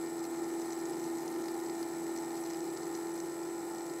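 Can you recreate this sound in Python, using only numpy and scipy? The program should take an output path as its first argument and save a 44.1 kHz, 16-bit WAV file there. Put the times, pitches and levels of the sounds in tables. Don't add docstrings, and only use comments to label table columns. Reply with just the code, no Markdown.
import sys
import numpy as np
from scipy import signal
from scipy.io import wavfile

SR = 44100
rng = np.random.default_rng(int(sys.argv[2]) if len(sys.argv) > 2 else 0)


def unload_wav(signal):
    wavfile.write(
        sys.argv[1],
        SR,
        np.round(np.clip(np.atleast_2d(signal).T, -1, 1) * 32767).astype(np.int16),
    )


N = 176400
TIME = np.arange(N) / SR


def from_db(db):
    return 10 ** (np.asarray(db) / 20)

def unit_rms(x):
    return x / np.sqrt(np.mean(x ** 2) + 1e-20)

def in_time(rows):
    return np.interp(TIME, *np.transpose(rows))

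def drift(hz):
    step, settle = 40, 2000
    pole = np.exp(-2 * np.pi * hz * step / SR)
    white = rng.standard_normal(N // step + settle + 2)
    slow = signal.lfilter([1], [1, -2 * pole, pole * pole], white)[settle:]
    return np.interp(np.arange(N) / step, np.arange(len(slow)), unit_rms(slow))

def resonate(x, hz, width_hz):
    edges = np.clip([hz - width_hz / 2, hz + width_hz / 2], 10, SR / 2 - 10)
    return signal.sosfilt(signal.butter(2, edges, "band", fs=SR, output="sos"), x + 1e-18)

def noise_band(hz, width_hz):
    return unit_rms(resonate(rng.standard_normal(N), hz, width_hz))

def coloured_noise(spectrum, bands):
    hz, db = np.transpose(spectrum)
    edges = np.geomspace(hz[0], hz[-1], bands + 1)
    white, out = rng.standard_normal((2, N)), 0
    for k, (low, high) in enumerate(zip(edges, edges[1:])):
        band_db = np.interp(np.log(low * high) / 2, np.log(hz), db)
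        out += from_db(band_db) * resonate(white[k % 2], (low + high) / 2, high - low)
    return unit_rms(out)

def harmonics(turns, partials, flutter, flutter_hz, slip_rad, scatter_cycles=1):
    out = 0
    for number, db in partials:
        phase = 2 * np.pi * (number * turns + scatter_cycles * rng.random()) + slip_rad * drift(4.2)
        out += from_db(db) * np.sqrt(2) * (1 + flutter * drift(flutter_hz)) * np.sin(phase)
    return out

def contacts(turns, at, scatter_turns):
    due = np.arange(340) + at
    return np.searchsorted(turns, due + scatter_turns * rng.standard_normal(len(due)))

def uneven(places, spread_db):
    return from_db(spread_db * np.clip(rng.standard_normal(len(places)), -2, 2))

def impulses(places, sizes):
    return np.bincount(np.clip(places, 0, N), sizes, N + 1)[:N]

def decay(clicks, tau_s):
    return signal.lfilter([1], [1, -np.exp(-1 / (tau_s * SR))], clicks + 1e-18)

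def ring(clicks, hz, t60):
    pole, angle = from_db(-60 / (t60 * SR)), 2 * np.pi * hz / SR
    return signal.lfilter([0, np.sin(angle)], [1, -2 * pole * np.cos(angle), pole ** 2], clicks + 1e-18)


# frequency in Hz, relative spectral density in dB.
RUSH_SPECTRUM = [(20, -34), (70, -51), (110, -31), (135, -3), (200, -2.5), (480, 1.5), (600, 0), (950, -2),
                 (1150, -14), (1600, -5.5), (2300, -13), (2700, -26), (5000, -45), (15000, -32)]

def cabinet_rush():
    return from_db(-53.5) * coloured_noise(RUSH_SPECTRUM, bands=30)


# time in seconds, rate in turns per second.
SHAFT_SPEED = [(0.05, 83.68), (0.09, 83.85), (0.31, 83.63), (0.55, 83.78), (1.21, 83.67), (1.31, 83.86),
               (1.41, 83.65), (1.61, 83.94), (1.69, 83.7), (1.87, 83.81), (2.19, 83.51), (2.31, 83.79),
               (2.55, 83.57), (3.01, 83.87), (3.09, 84.09), (3.69, 84.23), (3.83, 84.06), (3.95, 84.17)]

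def shaft_turns():
    return np.cumsum(in_time(SHAFT_SPEED)) / SR


# time in seconds, rms level in dB.
FOURTH_LEVEL = [(0, -37), (.15, -41.5), (.22, -36.5), (.27, -42), (.33, -36), (.37, -38.5), (.43, -36.5),
                (.47, -38.5), (.57, -36.5), (.71, -41), (.83, -37.5), (.92, -41), (.97, -38), (1.0, -40),
                (1.15, -37), (1.27, -42), (1.39, -37.5), (1.75, -40), (1.81, -38), (1.91, -40.5),
                (2.03, -38), (2.4, -40), (2.58, -38.5), (2.73, -39), (2.78, -45), (2.9, -39), (3.3, -40.5),
                (4, -41)]
THIRD_LEVEL = [(0, -59.5), (1.2, -56.5), (2.33, -57.5), (2.5, -62), (4, -85)]
# harmonic number, rms level in dB.
HUM_PARTIALS = [(1, -74), (2, -61.5), (5, -58), (6, -61.5), (7, -68), (8, -59.5), (9, -58), (10, -59.5),
                (11, -67.5), (12, -62.5), (15, -71), (16, -63.5), (17, -66), (18, -78), (20, -71),
                (21, -66.5), (22, -64.5), (25, -73), (26, -76), (27, -101), (28, -72), (29, -80),
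                (35, -77.5), (44, -85.5), (47, -75.5), (49, -92)]

def hum(turns):
    gear_hz = .4 * np.mean(in_time(SHAFT_SPEED))
    wobble_turns = .009 * noise_band(gear_hz, width_hz=16)
    fourth = harmonics(turns + wobble_turns, [(4, 0)], flutter=.03, flutter_hz=14, slip_rad=.05)
    third = harmonics(turns, [(3, 0)], flutter=.12, flutter_hz=1.9, slip_rad=.19)
    others = harmonics(turns, HUM_PARTIALS, flutter=.18, flutter_hz=4.9, slip_rad=.26)
    return from_db(in_time(FOURTH_LEVEL)) * fourth + from_db(in_time(THIRD_LEVEL)) * third + others


# harmonic number, level in dB before swell and dip.
WHINE_PARTIALS = [(89, -71.5), (90, -65.5), (92, -83), (93, -64.5), (94, -59), (95, -71.5), (96, -68),
                  (97, -67.5), (129, -76)]

def whine(turns):
    dip_at_s, dip_half_width_s = 1.36, .14
    dip = np.exp(-((TIME - dip_at_s) / dip_half_width_s) ** 4)
    lagged_turns = turns - .2
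    tones = harmonics(lagged_turns + .00044 * drift(25), WHINE_PARTIALS,
                      flutter=.13, flutter_hz=28, slip_rad=.5, scatter_cycles=.45)
    rasp = noise_band(7940, width_hz=400)
    swell_db = np.cos(2 * np.pi * lagged_turns)
    return from_db(swell_db) * (from_db(-10 * dip) * tones + from_db(-72 + 9 * dip) * rasp)


# frequency in Hz, bandwidth in Hz, base level in dB.
HOUSING_MODES = [(160.1, 47, -59.5), (229, 23.6, -61), (313, 15.6, -56.5), (367.5, 34, -46.5),
                 (432.4, 32, -54.5), (673, 93, -66), (810.6, 33.6, -54), (867, 45, -55), (1067, 47, -64.5),
                 (1219, 41, -62), (1314, 57, -64), (1567, 31, -76), (1841, 74, -64.5), (1990, 246, -65)]
# time in seconds, gain in dB before weighting.
CHURN = [(0.0, 10), (0.1, -7), (0.16, 7), (0.25, 1), (0.42, 4), (0.58, -0.5), (0.93, 4.5), (1.0, -8),
         (1.08, 3), (1.44, 2.5), (1.55, 5), (1.99, 1), (2.09, 5), (2.23, 8), (2.34, 5), (2.7, 5),
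         (2.75, -2.5), (3.11, 4), (3.35, -8), (3.41, 7), (3.47, -3.5), (3.74, 9.5), (3.92, -2), (3.99, -10)]

def housing_knocks(turns):
    churn_hz, churn_octaves, back_db = 840, .4, -3.5
    places = np.concatenate([contacts(turns, at, scatter_turns=.1403) for at in (0, .5)])
    sizes = uneven(places, spread_db=1.5) * np.repeat(from_db([0, back_db]), len(places) // 2)
    out = 0
    for hz, width_hz, db in HOUSING_MODES:
        knocks = impulses(places, sizes * (1 + .28 * rng.standard_normal(len(places))))
        churn_weight = .7 * np.exp(-(np.log2(hz / churn_hz) / churn_octaves) ** 2)
        out += from_db(db + churn_weight * in_time(CHURN)) * unit_rms(resonate(knocks, hz, width_hz))
    return out


# frequency in Hz, bandwidth in Hz, base level in dB.
CLACK_BANDS = [(920, 150, -66), (1294, 470, -69), (2004, 390, -71), (3000, 630, -74.5)]

def tooth_clacks(turns):
    places = [contacts(turns, at, scatter_turns=.05) for at in (0, .5)]
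    forth, back = (impulses(side, uneven(side, spread_db=7.5)) for side in places)
    clacks = forth + from_db(-12) * back
    return sum(from_db(db) * unit_rms(resonate(clacks, hz, width)) for hz, width, db in CLACK_BANDS)


# time in seconds, gain in dB.
RATTLE_GAIN = [(0, -3), (.5, -1.9), (1.3, -1), (2.0, -2.3), (2.65, -3), (2.83, 1), (3.05, -3.5), (3.4, -3),
               (4, -3)]

def gear_rattle(turns):
    return from_db(in_time(RATTLE_GAIN)) * (housing_knocks(turns) + tooth_clacks(turns))


# frequency in Hz, relative spectral density in dB.
HISS_SPECTRUM = [(2300, -4), (3200, -3), (4200, 3.5), (6000, 3.5), (7500, 3.5), (8400, 3.5), (10000, 1.5),
                 (10900, 5.5), (11600, -6.5), (12300, 1), (14000, -2), (15700, -9)]
# frequency in Hz, bandwidth in Hz, level in dB relative to the hiss.
HOLDER_MODES = [(8650, 48, -32), (10740, 140, -17.5), (11850, 360, -19)]
# time in seconds, level in dB before pulsing.
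HISS_LEVEL = [(0, -56), (1, -55.5), (2.4, -55.5), (3.2, -56.5), (4, -57)]

def brush_hiss(turns):
    pulse_db = .5 * np.cos(2 * np.pi * turns) + 1.85 * drift(124)
    friction = coloured_noise(HISS_SPECTRUM, bands=14)
    holder = sum(from_db(db) * noise_band(hz, width_hz) for hz, width_hz, db in HOLDER_MODES)
    return from_db(in_time(HISS_LEVEL) + pulse_db) * (friction + holder)


# shaft position in turns, relative level in dB.
TICK_POINTS = [(0, -1), (.12, -1), (.52, -6)]

def faint_contacts(turns):
    chance, wave_hz, wave_db = .92, 6.8, 3
    clicks = 0
    for at, db in TICK_POINTS:
        places = contacts(turns, at, scatter_turns=.045)
        sounding = rng.random(len(places)) < chance
        clicks += from_db(-52.5 + db) * impulses(places, sounding * uneven(places, spread_db=2))
    return clicks * from_db(wave_db * np.sin(2 * np.pi * wave_hz * TIME + drift(.98)))


# start in seconds, strike level in dB, tilt in dB per octave.
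HARD_TICKS = [(.2405, -41, 3), (.251, -41, 3), (.436, -45, 2), (.442, -43, 2), (.598, -41, 12),
              (.616, -40, 15), (.7042, -40, 3), (.723, -37, 8), (.73, -40, 3), (.8545, -35.5, 13),
              (.896, -43, 4), (.9323, -45, -5), (.9971, -42, 8), (1.04, -43, 2), (1.058, -41, 8),
              (1.152, -43, 8), (1.171, -42, 12), (1.1835, -42.5, 15), (1.278, -38, 16), (1.421, -44, 4),
              (1.44, -41, 5), (1.4573, -42, -5), (1.483, -42, -9), (1.6, -44, 0), (1.661, -45, -2),
              (1.697, -44, -14), (1.75, -43, 8), (1.828, -42, -6), (2.162, -38, 3), (2.1745, -38, 11),
              (2.1855, -42, 3), (2.247, -45, -4), (2.306, -42, 3), (2.3734, -36, 15), (2.438, -43, 0),
              (2.454, -43, 3), (2.4605, -40, 3), (2.502, -38, 5.5), (2.509, -42, -2), (2.534, -45, -6),
              (2.545, -45, -14), (2.558, -44, -3), (2.6045, -38, 10), (2.701, -45, -9), (2.7654, -44, -2),
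              (2.772, -41, 0), (2.831, -42.5, -4), (2.868, -43, 0), (2.9437, -42, 7), (2.95, -39, 3),
              (3.0694, -43, 3), (3.176, -41, 14), (3.201, -36, 15), (3.4324, -41, 11), (3.783, -40, 5),
              (3.8065, -45, -11), (3.896, -43, 5), (3.936, -39.5, 9)]
# frequency in Hz, relative gain in dB, 60 dB decay time in seconds.
TICK_MODES = [(2060, -3, 0.0051), (3880, -7, 0.0028), (4290, -6, 0.013), (5020, -3.5, 0.0097),
              (5470, -9, 0.011), (5960, -2.5, 0.0081), (6090, -6.5, 0.013), (6900, -5.5, 0.0058),
              (6910, -6, 0.0067), (7500, -15, 0.0055), (9000, -17.5, .004), (10400, -25, .004)]

def ticks(turns):
    faint = faint_contacts(turns)
    start_s, strike_db, tilt = np.transpose(HARD_TICKS)
    centre_hz = np.median(np.array(TICK_MODES)[:, 0])
    out = 0
    for k, (hz, mode_db, t60) in enumerate(TICK_MODES):
        octaves = np.clip(np.log2(hz / centre_hz), -.5, .5)
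        clicks = faint + impulses((start_s * SR).astype(int), from_db(strike_db + tilt * octaves))
        strike = .83 * (-1) ** k * clicks
        chatter = from_db(-17) * decay(clicks, tau_s=.0022) * rng.standard_normal(N)
        out += from_db(mode_db - 3.5) * ring(strike + chatter, hz, t60)
    return out


# start in seconds, relative level in dB.
CRACKLES = [(.6579, -51), (0.8953, -54), (1.0211, -58), (1.8093, -53), (2.4094, -49), (2.8724, -55),
            (3.1363, -53)]

def brush_crackles():
    start_s, db = np.transpose(CRACKLES)
    onsets = impulses((start_s * SR).astype(int), from_db(db + 2))
    return decay(onsets, tau_s=.0053) * noise_band(10200, width_hz=1500)


def scene():
    turns = shaft_turns()
    running = cabinet_rush() + hum(turns) + whine(turns) + gear_rattle(turns)
    brushes = brush_hiss(turns) + brush_crackles()
    return (running + brushes + ticks(turns))[None]


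# frequency in Hz, width in Hz, gain in dB.
COLOURATION = [(1184, 15, -3), (1636, 73, -14), (1620, 25, 3.5), (2660, 200, -3.5), (3305, 58, -14),
               (4650, 190, -34), (5660, 110, -14)]

def record(dry):
    coloured, cutoff_hz = dry, 15720
    for hz, width_hz, db in COLOURATION:
        band = signal.lfilter(*signal.iirpeak(hz, hz / width_hz, fs=SR), coloured)
        coloured = coloured + (from_db(db) - 1) * band
    return signal.sosfilt(signal.ellip(12, .1, 80, cutoff_hz, fs=SR, output="sos"), coloured)


dry = scene()
out = record(dry)
unload_wav(out)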